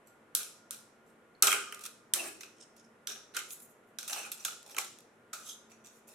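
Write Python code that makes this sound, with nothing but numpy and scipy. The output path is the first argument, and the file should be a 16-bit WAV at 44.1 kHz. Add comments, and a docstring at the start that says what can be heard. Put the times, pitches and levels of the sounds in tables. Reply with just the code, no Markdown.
"""Scissors trim the rim of an empty, hand-held aluminium can in a small, live room, over faint noise, whine and hiss.
A faint rasp and light snaps lead to the hardest snap at 1.4 s: the can wall pops, rattles and rings, steel clicks.
Lighter snaps follow, rustles of the loose strip from 2.6 s, sliding blades at 3.5 s, then close cuts from 4 to 4.8 s.
A last snap at 5.3 s leads to a squeal and a few faint, uneven rasps.
Noise bursts and single blows drive resonances of blades, wall and can; stick-slip noise makes the rasps."""
import sys
import numpy as np
from scipy import signal
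from scipy.fft import rfft, irfft
from scipy.io import wavfile
from scipy.ndimage import uniform_filter1d

SR = 44100
rng = np.random.default_rng(int(sys.argv[2]) if len(sys.argv) > 2 else 0)


def dump_mix(stems):
    """Bounce the given channels to the path in sys.argv[1] as a 16-bit WAV at rate SR."""
    frames = np.atleast_2d(stems).T  # one column per channel
    limited = np.clip(frames, -1, 1)  # hard clip at full scale
    pcm = np.round(limited * 32767).astype(np.int16)
    wavfile.write(sys.argv[1], SR, pcm)


N = 271038

# The sheet cracks through under the blades. Each row: start in seconds, decay in seconds, crack level in dB,
# pitch of the cut edge in Hz, wall level in dB, pitch of the bent panel in Hz.
SNAP_ROWS = [(0.3494, 0.0014, -22, 10600, -48, 1620), (0.7076, 0.00063, -35.5, 9400, -49, 1470),
             (0.7358, 0.00056, -56, 4330, -57, 3250), (1.4228, 0.0032, -15, 8870, -28, 1330),
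             (1.4694, 0.0031, -21, 7700, -28, 2430), (2.136, 0.00082, -22, 9500, -35.5, 1970),
             (2.4066, 0.0056, -44, 6130, -49, 2180), (2.431, 0.0054, -48, 5670, -46.5, 2560),
             (3.071, 0.0019, -34, 5930, -44.5, 1570), (3.365, 0.0034, -31, 6900, -35, 1410),
             (3.9853, 0.0019, -36, 5700, -47, 1550), (4.028, 0.0018, -43, 6200, -48.5, 1490),
             (4.1294, 0.0029, -33, 5770, -39, 2860), (4.4484, 0.0045, -28, 6900, -36.5, 1440),
             (4.7648, 0.0027, -40, 7000, -38, 1370), (4.784, 0.0015, -29, 7100, -42, 1300),
             (5.3299, 0.012, -36.5, 6900, -41, 1336)]
# Left-right likeness of diffuse sound. Each row: frequency in Hz, likeness (1 = identical sides).
SIDE_LIKENESS = [(60, .85), (130, 1), (290, 0.9), (640, 0.76), (1400, 0.21), (3100, 0.33), (6800, .1),
                 (15000, 0.091)]

SIDES = np.array([[-1], [1]])   # left, right
WALL_RIGHT_DB = 0.34   # the open mouth of the can faces right: added right, taken off left
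SNAP_THUD_DB = -17.5   # flexing of the can against the wall's level
FIVE_MS_GAIN = np.sqrt(0.005 * SR)   # unit energy becomes unit rms over 5 ms


def from_db(db):
    """Amplitude factor of a level in dB."""
    return 10 ** (np.asarray(db) / 20)


def unit_energy(x):
    """Scales each channel so that its squares sum to one."""
    return x / np.sqrt(np.sum(x ** 2, axis=-1, keepdims=True) + 1e-20)


def at_hz(points, hz):
    """Reads a curve of (Hz, value) on a logarithmic frequency axis."""
    point_hz, values = np.array(points).T
    return np.interp(np.log(hz), np.log(point_hz), values)


def pair(white, alike):
    """Two unrelated noises become a left and a right of the given likeness."""
    common = np.sqrt(1 + alike) * white[0]
    opposed = np.sqrt(1 - alike) * white[1] * -SIDES
    return (common + opposed) / np.sqrt(2)


def noise_pair(length, alike):
    """Stereo white noise of the given likeness."""
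    return pair(rng.standard_normal((2, length)), alike)


def add(track, s, sound):
    """Mixes a sound into the track from s seconds on."""
    start = max(round(s * SR), 0)
    track[:, start:start + sound.shape[1]] += sound[:, :max(N - start, 0)]


def resonate(x, modes, tilt_db=0):
    """Parallel resonances (Hz, width Hz, dB) of alternating sign, tilted per octave; unit energy."""
    out = 0
    for k, (hz, width_hz, level_db) in enumerate(modes):
        r = np.exp(-np.pi * width_hz / SR)
        w = 2 * np.pi * hz / SR
        gain = from_db(level_db + tilt_db * np.log2(hz)) * (-1) ** k
        out = out + gain * signal.lfilter([1 - r * r, 0, r * r - 1], [1, -2 * r * np.cos(w), r * r], x)
    return unit_energy(out)


def high_pass(x, hz):
    """Second-order high-pass."""
    return signal.sosfilt(signal.butter(2, hz, "high", fs=SR, output="sos"), x)


def stress(x, hz, q, gain_db):
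    """One more resonance in series raises or lowers the spectrum around hz; unit energy."""
    peak = signal.lfilter(*signal.iirpeak(hz, q, fs=SR), x)
    return unit_energy(x + (from_db(gain_db) - 1) * peak)


def flutter(x, depth_db, size=256):
    """As the contact point shifts, resonances come and go: patches of a few ms and some 500 Hz vary in level."""
    cells = signal.stft(x, nperseg=size)[2]
    patches = rng.standard_normal(cells.shape[1:])
    for axis in (0, 1):
        patches = uniform_filter1d(patches, size=3, axis=axis)
    gain = from_db(depth_db * np.clip(patches / patches.std(), -2, 2))
    return signal.istft(cells * gain / np.sqrt(np.mean(gain ** 2)))[1][:, :N]


def background(air_db=-63):
    """Steady room noise and hiss, shaped in frequency, with two faint, slightly wavering tones."""
    # Noise spectrum. Each row: frequency in Hz, relative density in dB.
    air_spectrum = [(25, -20), (70, -20), (110, -7), (220, -4.5), (450, -0.5), (800, -7.5), (1250, -7.5),
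                    (2000, -12), (3200, -22), (4800, -31), (8000, -27.5), (11500, -29.5), (13500, -38.5),
                    (16000, -50)]
    # Steady tones. Each row: pitch in Hz, level in dB rms.
    whine_rows = [(225, -72.5), (1416, -75.5)]
    hz = np.maximum(np.arange(N // 2 + 1) * SR / N, 1)
    white = rfft(rng.standard_normal((2, N)))
    air = irfft(pair(white, at_hz(SIDE_LIKENESS, hz)) * from_db(at_hz(air_spectrum, hz)), N)
    tones = 0
    for pitch_hz, db in whine_rows:
        tones = tones + from_db(db) * resonate(noise_pair(N, 0.95), [(pitch_hz, 4.0, 0)])
    return np.sqrt(N) * (from_db(air_db) * unit_energy(air) + tones)


def room(x, onset_s=0.0023, early_db=-7.0, early_s=0.009):
    """Quick reflections from desk and hands, then a diffuse tail whose decay time varies with frequency."""
    # Decay of the tail. Each row: frequency in Hz, t60 in seconds.
    t60_rows = [(220, 1.1), (800, 0.27), (2100, 0.37), (5600, 0.55), (9100, 0.38), (15000, 0.27)]
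    # Colour of the response. Each row: frequency in Hz, level in dB.
    level_rows = [(210, 3), (620, 3.5), (1400, 0.5), (3000, 0.2), (6000, -1.27), (10000, 0), (15000, -5.5)]
    t = np.arange(SR * 3 // 4) / SR
    hz = np.maximum(np.fft.rfftfreq(len(t), 1 / SR), 1)
    white = rfft(rng.standard_normal((2, len(t))))
    noise = pair(white, at_hz(SIDE_LIKENESS, hz)) * from_db(at_hz(level_rows, hz))
    early = from_db(early_db) * unit_energy(np.exp(-t / early_s))
    centres_hz, t60s = np.transpose(t60_rows)
    response = 0
    for share, t60_s in zip(np.eye(len(centres_hz)), t60s):
        # neighbouring bands cross-fade
        band = irfft(noise * np.interp(np.log(hz), np.log(centres_hz), share), len(t))
        tail = unit_energy(np.exp(-np.log(1000) * t / t60_s))
        response = response + band * np.hypot(tail, early)
    onset = 1 - np.exp(-(t / onset_s) ** 2)
    return signal.fftconvolve(x, response * onset, axes=1)[:, :N]


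def thumps(hardest_db=-68.5, cutoff_hz=170, decay_s=0.022, follow=2.4):
    """Can and hand jolt as the sheet gives way: low-passed noise bursts, falling off faster than the snaps."""
    out, t = np.zeros((2, N)), np.arange(SR // 4) / SR
    hardest_snap_db = max(row[2] for row in SNAP_ROWS)
    dull = signal.butter(2, cutoff_hz, fs=SR, output="sos")
    for s, _, snap_db, *_ in SNAP_ROWS:
        jolt = signal.sosfilt(dull, noise_pair(len(t), 0.9) * np.exp(-t / decay_s))
        level = from_db(hardest_db + follow * (snap_db - hardest_snap_db))
        add(out, s, level * np.sqrt(len(t)) * unit_energy(jolt))
    return out


def friction(s, half_s, db, modes, alike=0.6, rough_db=3.0, rough_s=0.004):
    """Rough friction swells and fades in resonances, passed twice so the valleys between them stay dark."""
    out, t = np.zeros((2, N)), np.arange(SR // 4) / SR
    middle = t[-1] / 2
    knots = np.arange(0, t[-1], rough_s)
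    roughness = np.interp(t, knots, rng.standard_normal(len(knots)))
    swell = np.exp(-((t - middle) / half_s) ** 2) * from_db(rough_db * roughness)
    level_modes = [(hz, width_hz, 0) for hz, width_hz, _ in modes]
    tone = resonate(resonate(noise_pair(len(t), alike), modes), level_modes)
    add(out, s - middle, from_db(db) * np.sqrt(half_s * SR) * unit_energy(swell * tone))
    return out


def rubbing(chirp_width_hz=200, chirp_q=5.2, flutter_db=3.5):
    """Friction drives resonances: chirps of sheet or can, rustles of the loose strip, blade hiss and squeal."""
    # The dragging blade makes one resonance of sheet or can sing.
    # Each row: loudest moment in seconds, half length in seconds, level in dB, pitch in Hz.
    chirp_rows = [(1.478, 0.0047, -29, 3180), (1.523, 0.0087, -34, 3150), (2.199, 0.0095, -36, 2700),
                  (2.191, .055, -55.5, 970), (2.21, 0.061, -55.5, 637), (2.235, 0.054, -51.5, 341),
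                  (3.37, 0.0092, -38.5, 1410), (3.377, 0.023, -47.5, 2120), (4.128, 0.026, -51, 804),
                  (4.132, 0.0065, -41, 5800), (4.19, 0.031, -46, 2630), (4.247, 0.012, -48, 2560),
                  (4.405, .007, -50, 5900), (4.785, 0.0059, -40.5, 1110), (4.791, 0.02, -49.5, 816),
                  (4.785, .01, -53, 400)]
    # The loose strip brushes the blades. Each row: loudest moment in seconds, half length in seconds, level in dB.
    rustle_rows = [(0.895, 0.023, -81), (2.582, 0.025, -66), (2.61, 0.0063, -50.5), (2.629, 0.012, -54),
                   (2.782, 0.014, -64), (2.804, 0.01, -59.5), (2.851, 0.015, -69)]
    # The blades slide along each other. Each row: loudest moment in seconds, half length in seconds, level in dB.
    slide_rows = [(3.523, 0.025, -44.5), (3.624, 0.038, -53.5), (3.706, 0.023, -64.5), (3.892, .02, -75),
                  (5.963, 0.038, -69), (6.088, 0.0097, -55.5)]
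    # One blade squeals against the rim: loudest moment in seconds, half length in seconds, level in dB.
    squeal_row = (5.498, 0.04, -44)
    # Resonances of strip, sliding steel and squeal. Each row: pitch in Hz, width in Hz, level in dB.
    strip_modes = [(2860, 770, -11.5), (5460, 660, -1), (6320, 900, -2), (8800, 3200, -12)]
    steel_modes = [(6900, 1200, 0), (8900, 1200, 3), (11000, 1900, 4), (14700, 1400, -3)]
    squeal_modes = [(3140, 630, -2.5), (3770, 560, -1), (5140, 1300, -7.5), (6500, 550, 1.5),
                    (7200, 700, -1), (11000, 4100, -9.5)]
    chirps = 0
    for s, half_s, db, hz in chirp_rows:
        width_hz = min(chirp_width_hz, hz / chirp_q)
        chirps = chirps + friction(s, half_s, db, [(hz, width_hz, 0)])
    rustles = sum(friction(*row, strip_modes) for row in rustle_rows)
    slides = sum(friction(*row, steel_modes) for row in slide_rows)
    squeal = friction(*squeal_row, squeal_modes, rough_db=0.8)
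    return chirps + flutter(squeal + rustles + slides, flutter_db)


def grip(s):
    """The holding hand shifts: (freedom of the shell to ring in dB, flexing pitch in Hz) at a given moment."""
    # Each row: time in seconds, freedom to ring in dB, pitch of the can's flexing in Hz.
    grip_rows = [(0.35, 6, 467), (0.72, -3, 420), (1.45, 2.5, 410), (1.801, -5, 343), (2.15, -16.5, 344),
                 (3.1, 3.5, 403), (3.399, -16, 465), (4.1, -3, 815), (4.8, -16, 930), (5.35, 4.5, 600)]
    times, *columns = np.transpose(grip_rows)
    return [np.interp(s, times, column) for column in columns]


def metal(force, s, crack_db, edge_hz, tilt_db, wall_db, panel_hz, thud_db,
          edge_db=4.5, edge_q=7.0, panel_db=9.0, panel_q=10.0, flex_db=7.0, flex_q=5.0):
    """A force sounds the blades with the cut edge, the wall with the bent panel, and the whole can in the grip."""
    # Blades and rim, hand-damped wall, whole can flexing. 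Each row: pitch in Hz, width in Hz, level in dB.
    blade_modes = [(3150, 620, 1), (3980, 890, 0), (5660, 1100, 0), (7590, 1100, -0.5), (8520, 780, 1),
                   (11000, 2900, -2.5), (13750, 3600, -7.5)]
    wall_modes = [(1260, 140, -1.5), (1422, 130, 0.5), (1675, 460, -6), (2136, 240, -5.5), (2480, 360, -7),
                  (3130, 280, -5)]
    flex_modes = [(170, 60, -17.5), (371.7, 100, -3), (482, 120, -0.5), (596, 260, -3.5), (797, 71, -.5),
                  (1110, 210, -4)]
    # Hardly any wall mode lies here: centre in Hz, sharpness Q, gain in dB.
    wall_gap = (1860, 2.7, -7)
    blades = high_pass(resonate(force, blade_modes, tilt_db), 2400)   # small parts radiate no lows
    crack = stress(blades, edge_hz, edge_q, edge_db)
    sheet = high_pass(high_pass(resonate(force, wall_modes), 1200), 1050)   # steep below the main wall modes
    wall = stress(stress(sheet, *wall_gap), panel_hz, panel_q, panel_db)
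    thud = stress(high_pass(resonate(force, flex_modes), 170), grip(s)[1], flex_q, flex_db)
    return from_db(crack_db) * crack + from_db(wall_db + WALL_RIGHT_DB * SIDES) * wall + from_db(thud_db) * thud


def edge_tilt(edge_hz, even_hz=7350, db_per_octave=7.5, dullest_db=-4):
    """A higher, stiffer edge brightens the whole crack: spectral tilt in dB per octave."""
    return max(db_per_octave * np.log2(edge_hz / even_hz), dullest_db)


def blows():
    """Snaps, pops, clicks: (s, decay s, crack dB, edge Hz, tilt dB/octave, wall dB, panel Hz, thud dB, room dB)."""
    # The can wall buckles and pops. Each row: start in seconds, wall level in dB,
    # pitch of the bent panel in Hz, thud of the whole can in dB.
    pop_rows = [(1.432, -27, 1260, -37), (1.4416, -32, 1340, -49), (1.452, -35, 1380, -46),
                (1.4794, -26, 1280, -38.5), (1.505, -33, 2480, -52), (1.5158, -27.5, 2390, -57),
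                (1.5258, -23.5, 2200, -58), (1.538, -38, 3150, -52), (1.723, -40, 2096, -58),
                (1.853, -47.5, 1390, -65), (3.158, -53, 1620, -58.5), (3.37, -37, 2120, -61.5),
                (3.389, -42, 3200, -72), (4.103, -51, 1360, -56), (4.2502, -51, 2630, -65),
                (4.4803, -40.5, 1410, -55), (4.521, -50, 1380, -61), (4.7453, -48, 1370, -56),
                (4.7804, -34.5, 2070, -44.5)]
    # Steel on steel, as blades reopen or take a new hold. Each row: start in seconds, decay in seconds, level in dB.
    click_rows = [(0.4306, .002, -42), (1.744, 0.0027, -43.5), (1.7916, .002, -50), (1.807, 0.024, -45.5),
                  (1.836, 0.0093, -41), (1.851, 0.0063, -40.5), (1.86, 0.0054, -38), (2.764, 0.005, -58.5),
                  (3.5043, 0.0042, -43), (3.601, 0.0035, -60), (3.9919, .002, -46), (4.009, .0015, -50),
                  (4.046, .001, -52), (4.077, 0.016, -34), (4.316, 0.013, -35), (4.628, 0.00083, -54),
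                  (4.662, 0.0024, -55), (4.677, 0.0013, -59), (4.695, .002, -54), (4.713, .002, -54),
                  (4.9855, .0015, -54), (5.004, .002, -59.5)]
    pop_decay_s, pop_crack_db, pop_edge_hz, pop_room_db = 0.0024, -4, 9300, -2   # crack against the wall
    click_hz, click_tilt_db, click_wall_db, click_room_db = 9700, 0, -10.5, -4.5   # wall against the click
    rim_hz = 2680   # the panel next to the blades
    for s, decay_s, db, edge_hz, wall_db, panel_hz in SNAP_ROWS:
        yield s, decay_s, db, edge_hz, edge_tilt(edge_hz), wall_db, panel_hz, wall_db + SNAP_THUD_DB, 0
    for s, db, panel_hz, thud_db in pop_rows:
        tilt_db = edge_tilt(pop_edge_hz)
        yield s, pop_decay_s, db + pop_crack_db, pop_edge_hz, tilt_db, db, panel_hz, thud_db, pop_room_db
    for s, decay_s, db in click_rows:
        wall_db = db + click_wall_db
        thud_db = wall_db + SNAP_THUD_DB
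        yield s, decay_s, db, click_hz, click_tilt_db, wall_db, rim_hz, thud_db, click_room_db


def shell(ring_db=-16.5, wander_share=0.014, side_turns=0.11):
    """Blows ring the open shell; as the thin sheet bends, phase wander widens each mode by a share of its pitch."""
    # Long-ringing modes. Each row: pitch in Hz, level in dB, t60 in seconds.
    shell_modes = [(1225, -4, 0.9), (1275, -4.5, .66), (1300, -7, 0.53), (1380, -8, .65), (1410, 2, 0.47),
                   (1510, -4, .62), (1610, -8.5, 0.55), (2190, -9.5, .55), (2410, -5, 0.28), (2460, -7, .6),
                   (3150, -15, .25), (7273, -12, .52), (8400, -8.5, .5)]
    out, t = np.zeros((2, N)), np.arange(SR * 5 // 8) / SR
    count = len(shell_modes)
    hz, level_db, t60_s = np.array(shell_modes).T[:, :, None]
    step_rad = np.sqrt(2 * np.pi * wander_share * hz / SR)
    wander = np.cumsum(rng.standard_normal((count, len(t))), axis=1) * step_rad
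    rings = from_db(level_db) * np.exp((2j * np.pi * hz - np.log(1000) / t60_s) * t + 1j * wander)
    for s, _, _, _, _, wall_db, *_ in blows():
        turns = rng.random(count) + side_turns * rng.standard_normal((2, count))
        phases = np.exp(2j * np.pi * turns)
        add(out, s, from_db(ring_db + wall_db + grip(s)[0]) * (phases @ rings).real)
    return high_pass(out, 600) * from_db(WALL_RIGHT_DB * SIDES)


def pings(width_hz=330):
    """The freed edge springs back and rings for a few milliseconds: a blow through one resonance twice."""
    # Each row: start in seconds, pitch in Hz, level in dB.
    ping_rows = [(1.351, 4296, -65.5), (1.4242, 5900, -24.5), (1.4245, 4150, -39), (2.137, 3130, -32.5),
                 (2.1371, 8900, -27), (3.0703, 5890, -42.5), (3.072, 3220, -43.5), (4.317, 12760, -38),
                 (4.4495, 3360, -39), (4.784, 2270, -34)]
    out = np.zeros((2, N))
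    blow = np.tile(np.arange(SR // 16) == 0, (2, 1)) * 1.0
    for s, hz, db in ping_rows:
        mode = [(hz, width_hz, 0)]
        add(out, s, FIVE_MS_GAIN * from_db(db) * resonate(resonate(blow, mode), mode))
    return out


def crumbs(per_s=260, size_spread_db=2.5, burst_s=0.00077, fade_s=0.039, alike=0.22):
    """After a snap the torn edge crumbles on: a dying run of tiny separate fractures."""
    under_snap_db, loudest_db = -8, -34.5   # follows the snap's strength up to the loudest level
    wall_under_crack_db, thud_under_wall_db = -6, -11.5
    out, t = np.zeros((2, N)), np.arange(SR // 5) / SR
    for s, _, snap_db, edge_hz, _, panel_hz in SNAP_ROWS:
        db = min(snap_db + under_snap_db, loudest_db)
        sizes = from_db(size_spread_db * np.clip(rng.standard_normal(len(t)), -2, 2))
        ticks = (rng.random(len(t)) < per_s / SR) * sizes * np.exp(-t / fade_s)
        bursts = signal.lfilter([1], [1, -np.exp(-1 / (burst_s * SR))], ticks + 1e-18)
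        force = bursts * noise_pair(len(t), alike)
        wall_db = db + wall_under_crack_db
        colour = db, edge_hz, 0, wall_db, panel_hz, wall_db + thud_under_wall_db
        add(out, s, FIVE_MS_GAIN * metal(force, s, *colour))
    return out


def rasps(slips_per_s=210, gap_spread=0.5, slip_db=1.0, slip_s=0.0012, rub=0.16, fade_s=0.009,
          sag_db_per_s=15, alike=0.51, flutter_db=5.5):
    """The blade sticks and slips along the sheet: a close, uneven run of little bursts over a smooth rub."""
    # Each row: start in seconds, end in seconds, crack level in dB, pitch of the cut edge in Hz,
    # wall level in dB, pitch of the bent panel in Hz, flexing of the whole can in dB.
    rasp_rows = [(0.059, 0.089, -69, 8340, -73, 2680, -85), (0.382, 0.422, -53, 7000, -51.5, 1510, -62.5),
                 (1.056, 1.108, -76.5, 8140, -82, 2680, -90), (1.443, 1.559, -43, 8500, -51, 1380, -50.5),
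                 (2.151, 2.221, -49, 9000, -47, 1900, -55.5), (2.221, 2.289, -48, 8800, -50, 1740, -58),
                 (3.084, 3.124, -46.5, 5880, -52, 1560, -60.5), (3.336, 3.376, -49, 4200, -51, 1480, -66),
                 (3.506, 3.538, -53.5, 9200, -72, 2680, -80), (4, 4.09, -59, 6800, -67.5, 2550, -78),
                 (4.089, 4.144, -43, 8700, -46.5, 1630, -59.5),
                 (4.151, 4.204, -46.5, 8300, -49.5, 1780, -56), (4.2, 4.275, -53, 6000, -53.5, 1470, -65),
                 (4.327, 4.446, -57.5, 7260, -63, 2680, -74), (4.655, 4.733, -58, 6000, -66, 2680, -66.5),
                 (5.341, 5.505, -58, 6800, -63.5, 1320, -75.5),
                 (5.695, 5.724, -63.5, 6180, -67, 2680, -77.5), (5.837, 5.863, -60.5, 7370, -69, 2680, -84),
                 (5.854, 5.877, -56, 6500, -69, 2680, -81.5), (5.9, 6.0, -72.5, 7230, -90, 2680, -90),
                 (6.068, 6.15, -63, 8120, -73.5, 2680, -71)]
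    out = np.zeros((2, N))
    t = np.arange(SR // 4) / SR
    for start, end, db, edge_hz, wall_db, panel_hz, thud_db in rasp_rows:
        colour = db, edge_hz, edge_tilt(edge_hz), wall_db, panel_hz, thud_db
        length_s = end - start
        gaps, sizes = np.clip(rng.standard_normal(size=(2, 200)), -2, 2)
        moments = (np.cumsum(np.exp(gap_spread * gaps)) / slips_per_s * SR).astype(int)
        slips = np.bincount(moments, from_db(slip_db * sizes), len(t))[:len(t)]
        drag = rub + signal.lfilter([1], [1, -np.exp(-1 / (slip_s * SR))], slips)
        fades = np.clip(t / fade_s, 0, 1) * np.clip((length_s - t) / fade_s + 0.5, 0, 1)
        stroke = fades * from_db(-sag_db_per_s * t)   # a stroke eases off as it runs
        force = stroke * drag * noise_pair(len(t), alike)
        add(out, start, np.sqrt(length_s * SR) * metal(force, start, *colour))
    return flutter(out, flutter_db)


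def snaps(rise_s=0.0011, grain_db=3.5, alike=0.47):
    """Each snap, pop or click is a quick avalanche of tiny fractures; returns direct sound and room feed."""
    direct, to_room = np.zeros((2, 2, N))
    t = np.arange(SR // 16) / SR
    blow = np.tile(t == 0, (2, 1)) * 1.0   # summed over all directions the avalanche acts as one clean blow
    for s, decay_s, *colour, room_db in blows():
        swell = (1 - np.exp(-(t / rise_s) ** 2)) * np.exp(-t / decay_s)
        grain = from_db(grain_db * rng.standard_normal(len(t)))
        force = swell * noise_pair(len(t), alike) * grain
        add(direct, s, FIVE_MS_GAIN * metal(force, s, *colour))
        add(to_room, s, FIVE_MS_GAIN * from_db(room_db) * metal(blow, s, *colour))
    return direct, to_room


def scene(right_db=1.23, room_right_db=-0.05, ping_room_db=-6.0, rasp_room_db=1.0, rub_room_db=-4.5,
          left_lag_s=0.000013):
    """The can is held a little to the right: louder there, and a moment later on the left."""
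    direct, to_room = snaps()
    cutting, rubbed, ringing, pinged = rasps(), rubbing(), shell(), pings()
    direct = direct + crumbs() + rubbed + pinged + cutting
    to_room = to_room + from_db(rub_room_db) * rubbed + from_db(ping_room_db) * pinged
    to_room = to_room + from_db(rasp_room_db) * cutting
    lag = np.exp(-2j * np.pi * np.fft.rfftfreq(N, 1 / SR) * left_lag_s * (SIDES < 0))
    near = irfft(rfft(direct) * lag, N) * from_db(right_db * SIDES)
    far = (room(to_room) + ringing) * from_db(room_right_db * SIDES)
    return near + far + thumps() + background()


def record(dry, cutoff_hz=16450):
    """The top is cut steeply."""
    return signal.sosfilt(signal.ellip(12, 0.2, 110, cutoff_hz, fs=SR, output="sos"), dry)


dry = scene()
out = record(dry)
dump_mix(out)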